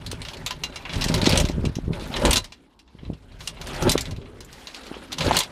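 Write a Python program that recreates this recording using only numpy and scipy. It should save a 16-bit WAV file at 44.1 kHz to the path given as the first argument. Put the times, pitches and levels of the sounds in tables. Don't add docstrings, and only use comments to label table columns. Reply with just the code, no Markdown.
import sys
import numpy as np
from scipy import signal
from scipy.io import wavfile
from scipy.ndimage import uniform_filter1d

SR = 44100
rng = np.random.default_rng(int(sys.argv[2]) if len(sys.argv) > 2 else 0)


def materialize(psi):
    bounded = np.clip(np.atleast_2d(psi).T, -1, 1)
    quanta = np.round(bounded * 32767).astype(np.int16)
    wavfile.write(sys.argv[1], SR, quanta)


N = 242991


def from_db(db):
    return 10 ** (np.asarray(db) / 20)


def rms_one(x):
    return x / np.sqrt(np.mean(x ** 2) + 1e-20)


def at_hz(points, hz):
    table_hz, table_db = np.array(points).T
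    return np.interp(np.log(hz), np.log(table_hz), table_db)


def drift(rate):
    step = 20
    pole = np.exp(-2 * np.pi * step * rate / SR)
    noise = rng.standard_normal(N // step + 2002)
    slow = signal.lfilter([1], [1, -2 * pole, pole ** 2], noise)[2000:]
    return np.interp(np.arange(N) / step, np.arange(len(slow)), rms_one(slow))


def grains(per_s, spread_db):
    size_db = spread_db * np.minimum(rng.exponential(1, N), 4)
    sizes = from_db(size_db) * rng.choice([-1, 1], N)
    happens = rng.random(N) < per_s / SR
    return rms_one(sizes * happens + 1e-9)


def bands(sources, low_hz, high_hz, count):
    edges = np.geomspace(low_hz, high_hz, count + 1)
    for k, (low, high) in enumerate(zip(edges, edges[1:])):
        sos = signal.butter(2, [low, high], "band", fs=SR, output="sos")
        yield np.sqrt(low * high), signal.sosfilt(sos, sources[k % len(sources)])


def wash(spectrum, sources, low_hz, patchy_db, rate):
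    together = drift(rate)
    total = 0
    for hz, band in bands(sources, low_hz, 17200, count=16):
        waver_db = patchy_db * (together + 1.6 * drift(rate))
        total = total + from_db(at_hz(spectrum, hz) + waver_db) * band
    return rms_one(total)


# pitch in Hz, relative level in dB per Hz.
SEA_COLOUR = [(15, -34), (30, 12), (120, -2.5), (350, 5.5), (600, -25.5), (1100, -8), (1600, -27),
              (4000, -30), (16000, -54)]
SEA_DB = -50


def sea():
    noise = rng.standard_normal((2, N))
    return from_db(SEA_DB) * wash(SEA_COLOUR, noise, 30, patchy_db=3.5, rate=1.3)


WIND_TILT_DB, TILT_PER_RUSTLE, TILT_PER_RUMBLE = -5, 0.48, -0.32
WIND_KNEE_HZ, KNEE_DB = 654, -5.5


def wind(rumble_db, rustle_db):
    tilt_db = WIND_TILT_DB + TILT_PER_RUSTLE * (rustle_db + 40) + TILT_PER_RUMBLE * (rumble_db + 30)
    eddies = grains(600, 2.05)
    eddies = eddies / np.sqrt(uniform_filter1d(eddies ** 2, size=SR // 20))
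    gusty = eddies * from_db(2.96 * drift(13))
    rumble, bass = 0, 0
    for hz, band in bands([gusty], 33.0, 1470, count=9):
        slope_db = tilt_db * max(np.log2(hz / 110), 0) - 0.13 * max(np.log2(110 / hz), 0)
        slope_db = slope_db + KNEE_DB * max(np.log2(hz / WIND_KNEE_HZ), 0)
        rumble = rumble + from_db(slope_db + 1.4 * drift(9)) * band
        bass = bass + band * (hz < 200)
    rumble = signal.sosfilt(signal.butter(2, 1150, fs=SR, output="sos"), rumble)
    return from_db(rumble_db) * rumble / np.std(bass)


# start in seconds, level in dB, pitch in Hz.
LOW_THUMPS = [(0.129, -23.5, 410), (0.96, -20.5, 122), (1.057, -14.5, 127), (1.095, -12, 178),
              (1.227, -10.5, 179), (1.27, -3, 274), (1.328, -10, 148), (1.437, -13, 117),
              (1.495, -16.5, 275), (1.577, -14.5, 155), (1.6, -19.5, 139), (1.639, -15, 210),
              (1.666, -11, 123), (1.689, -19, 119), (1.762, -18.5, 120), (1.783, -17, 233),
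              (1.874, -14, 126), (1.9, -14.5, 135), (2.02, -25.5, 258), (2.098, -24.5, 163),
              (2.189, -25, 250), (2.245, -11.5, 242), (2.946, -35, 150.4), (3.027, -28, 131),
              (3.062, -37, 199), (3.097, -19, 220), (3.125, -27, 150), (3.869, -9.5, 332),
              (3.876, -10.5, 294), (3.953, -6, 390), (4.117, -22.5, 120), (4.179, -25, 124),
              (4.912, -22.5, 287), (4.965, -27.5, 371), (5.278, -10.5, 333), (5.309, -4.5, 825),
              (5.315, -7, 800)]
THUMP_CYCLES, CYCLES_GROW = 0.451, .3


def thumps():
    out = np.zeros(N + SR // 4)
    phases = rng.uniform(0, 2 * np.pi, len(LOW_THUMPS))
    for (start_s, db, hz), phase in zip(LOW_THUMPS, phases):
        width = THUMP_CYCLES * (hz / 125) ** CYCLES_GROW
        cycles = np.arange(round(4 * width * SR / hz)) * hz / SR - 2 * width
        swing = np.exp(-(cycles / width) ** 2) * np.sin(2 * np.pi * cycles + phase)
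        edge = .45 * np.exp(-(4 * cycles) ** 2) * np.sin(5 * np.pi * cycles + phase)
        i = round(start_s * SR)
        out[i:i + len(cycles)] += from_db(db) * (swing + edge)
    return out[:N]


# pitch in Hz, typical level in dB relative to the snap, time in seconds to fade by 60 dB.
RIG_MODES = [(1010, -23, .1), (2800, -22, .11), (3400, -25, .1), (4010, -20, .11)]


def rig(spread_db):
    at = [round(row[0] * SR) for row in CREASE_SNAPS]
    snap_db = np.array(CREASE_SNAPS)[:, 1]
    strength = rng.standard_normal((len(CREASE_SNAPS), len(RIG_MODES)))
    out = 0
    for (hz, db, fade_s), own in zip(RIG_MODES, strength.T):
        jolts = np.full(N, 1e-18)
        jolts[at] = from_db(snap_db + db + spread_db * own)
        pole, turn = from_db(-60 / (fade_s * SR)), 2 * np.pi * hz / SR
        out = out + signal.lfilter([0, np.sin(turn)], [1, -2 * pole * np.cos(turn), pole ** 2], jolts)
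    return out


# pitch in Hz, relative level in dB per Hz.
RUSTLE_COLOUR = [(290, -15), (500, 0.5), (1100, -3), (1500, -1.5), (3600, -7), (6700, -18.5), (11000, -19),
                 (16000, -47)]


def rustle(rustle_db):
    clicks = [grains(6000, 2.6), grains(6000, 3.4)]
    return from_db(rustle_db) * wash(RUSTLE_COLOUR, clicks, 426, patchy_db=2.0, rate=25.0)


# start in seconds, length in seconds, level in dB.
CLOTH_SLIDES = [(0.23, 0.12, -54), (3.385, 0.14, -49.5), (4.5, .3, -56), (4.825, 0.1, -57)]
SLIDE_EDGE_S = 0.025


def slides():
    t = np.arange(N) / SR
    shape = 0
    for start_s, length_s, db in CLOTH_SLIDES:
        to_nearest_end = np.minimum(t - start_s, start_s + length_s - t)
        shape = shape + from_db(db) * np.clip(to_nearest_end / SLIDE_EDGE_S, 0, 1)
    noise = rng.standard_normal((2, N))
    return shape * wash(CLOTH_COLOUR, noise, 900, patchy_db=1.0, rate=8.1)


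SMALL_PER_S = 35
SMALL_DB, SMALL_SPREAD_DB, SMALL_TILT_DB = 6, 3, -5.5
SMALL_FOLLOWS = 1.53


def small_creases(rustle_db):
    draws = rng.random((round(SMALL_PER_S * N / SR), 2))
    at = (draws[:, 0] * N).astype(int)
    extra_db = -SMALL_SPREAD_DB * np.log(1 - draws[:, 1])
    db = -35 + SMALL_FOLLOWS * (rustle_db[at] + 35) + SMALL_DB + extra_db
    return [(i / SR, level, SMALL_TILT_DB) for i, level in zip(at, db)]


# start in seconds, level in dB, treble tilt in dB per octave.
CREASE_SNAPS = [(0.0629, -24.5, -1.5), (0.1141, -21.5, 0.5), (0.2165, -26.5, -5), (0.25, -21, -9.5),
                (0.2845, -23.5, -7.5), (0.333, -30.5, -1.5), (0.462, -13, -3.5), (0.5074, -15, -6),
                (0.6361, -12.5, -5), (0.7236, -33, -23), (0.7585, -22, -6.5), (0.8519, -21, -19),
                (0.894, -18.5, -18), (0.934, -24, -6.5), (0.956, -21.5, -5), (1.01, -18, -2),
                (1.0193, -15.5, -7), (1.0403, -15.5, -2), (1.084, -18, -1.5), (1.141, -11, 1),
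                (1.215, -13, -6), (1.2569, -13.5, -4.5), (1.292, -17.5, 3), (1.323, -13.5, -12),
                (1.3558, -11, -7.5), (1.3739, -13.5, 1.5), (1.3995, -14, 1), (1.4511, -21, -1),
                (1.4868, -21, -2.5), (1.652, -21, -5), (1.7542, -23.5, -5.5), (1.932, -26.5, -15),
                (1.9955, -32, -8), (2.0737, -47.5, 9.5), (2.139, -15, -20), (2.164, -17, -6.5),
                (2.251, -6.5, -4.5), (2.3082, -11.5, -0.5), (2.3303, -13, 6), (2.3574, -6, -2),
                (2.3689, -10.5, 0.5), (2.4423, -26.5, -0.5), (2.5217, -28.5, -8), (2.791, -39.5, -3),
                (2.877, -44.5, -12.5), (2.986, -39, -40), (3.033, -45.5, -17), (3.05, -39.5, -19),
                (3.1337, -37, -9), (3.316, -42, -16), (3.4058, -25, -11.5), (3.4738, -17.5, -1.5),
                (3.525, -54, -41), (3.5685, -35, -43), (3.6134, -22, -4), (3.67, -31, 1), (3.7459, -36, 1),
                (3.824, -25.5, 4), (3.8938, -9.5, 1.5), (3.916, -13.5, 3.5), (3.9774, -13, -2.5),
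                (4.008, -23, 5), (4.0542, -22.5, -8.5), (4.109, -27.5, -3), (4.163, -35.5, -4.5),
                (4.215, -37, -21), (4.2577, -38, -29), (4.4053, -29.5, -1), (4.447, -50, 9.5),
                (4.528, -34, 1), (4.6706, -24, -6), (4.745, -26.5, -5), (4.8665, -34.5, -2),
                (4.94, -28.5, -36), (5.119, -22, -6.5), (5.1267, -21.5, 0.5), (5.1829, -16, -3.5),
                (5.2063, -11, -9), (5.265, -38, -21), (5.284, -19, -51), (5.358, -16, -19),
                (5.367, -7.5, 2.5), (5.388, -18, 6.5), (5.4038, -10, -6.5), (5.4332, -25, -1)]
# pitch in Hz, relative level in dB per Hz.
CLOTH_COLOUR = [(290, -21), (500, -18), (1000, -7), (1400, -13), (2100, -4), (3000, -2), (4000, 2),
                (6500, -3.5), (11000, -11), (13500, -15.5), (16000, -36)]
SNAP_T60_S = 0.084
BODY_SHARE = 0.15
BRIGHT_SHORTENS = 0.016


def snaps(creases, rise_s, flutter_db):
    at = [round(row[0] * SR) for row in creases]
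    t = np.arange(SR // 4) / SR
    colour = rng.standard_normal((len(creases), 22))
    crackle = [grains(7000, 3.3), grains(7000, 3.3)]
    attack = (1 - np.exp(-t / rise_s)) * (1 + .9 * np.exp(-t / .002))
    flutter = from_db(flutter_db * drift(150))
    out, whole = 0, 0
    for k, (hz, band) in enumerate(bands(crackle, 411.6, 18860, count=22)):
        band = from_db(at_hz(CLOTH_COLOUR, hz)) * band
        shape = np.zeros(N + len(t))
        octaves = np.log2(hz / 3000) * (1 if hz > 3000 else BODY_SHARE)
        decay_db = -60 * t / SNAP_T60_S * (hz / 4000) ** 0.18
        for i, (_, db, tilt_db), own in zip(at, creases, colour[:, k]):
            level_db = db + tilt_db * octaves + 3.5 * own
            fade_db = decay_db * np.exp(BRIGHT_SHORTENS * tilt_db)
            shape[i:i + len(t)] += from_db(level_db + fade_db) * attack
        out = out + shape[:N] * band
        whole = whole + band
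    return out * flutter / np.percentile(abs(whole), 99)


# time in seconds, wind rumble level in dB, cloth rustle level in dB.
SAIL_SWINGS = [(0.0, -33, -51), (0.33, -38, -46.5), (0.47, -37, -49), (0.83, -45, -47.5), (0.98, -25, -42),
               (1.36, -17, -31.5), (1.46, -22, -41), (1.53, -28.5, -47.5), (1.671, -18.5, -51),
               (1.74, -35.5, -50.5), (1.83, -28, -55.5), (1.9, -20, -53), (1.95, -32, -44.5),
               (2.15, -35, -39.5), (2.3, -20.5, -30), (2.369, -26, -39.5), (2.499, -58, -61.5),
               (2.85, -87, -71.5), (3.102, -24.5, -61.5), (3.192, -50.5, -61), (3.55, -36.5, -51),
               (3.64, -34.5, -43), (3.8, -28, -36), (3.88, -17.5, -30.5), (4.0, -33, -45),
               (4.14, -30.5, -54), (4.28, -44, -57.5), (4.8, -70, -47.5), (5.159, -43, -48),
               (5.261, -21, -29), (5.349, -19, -30.5), (5.42, -40, -43.5), (5.51, -45, -48.5)]


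def scene():
    swing_s, *columns = np.transpose(SAIL_SWINGS)
    t = np.arange(N) / SR
    rumble_db, rustle_db = [np.interp(t, swing_s, column) for column in columns]
    low_sounds = wind(rumble_db, rustle_db) + thumps()
    creases = CREASE_SNAPS + small_creases(rustle_db)
    sail = rustle(rustle_db) + slides() + snaps(creases, rise_s=.0007, flutter_db=-0.5)
    return (sea() + low_sounds + rig(spread_db=4.5) + sail)[None]


CUTOFF_HZ = 16400


def record(dry):
    rounded = .85 * np.tanh(dry / .85)
    return signal.sosfilt(signal.cheby2(14, 70, CUTOFF_HZ, fs=SR, output="sos"), rounded)


dry = scene()
out = record(dry)
materialize(out)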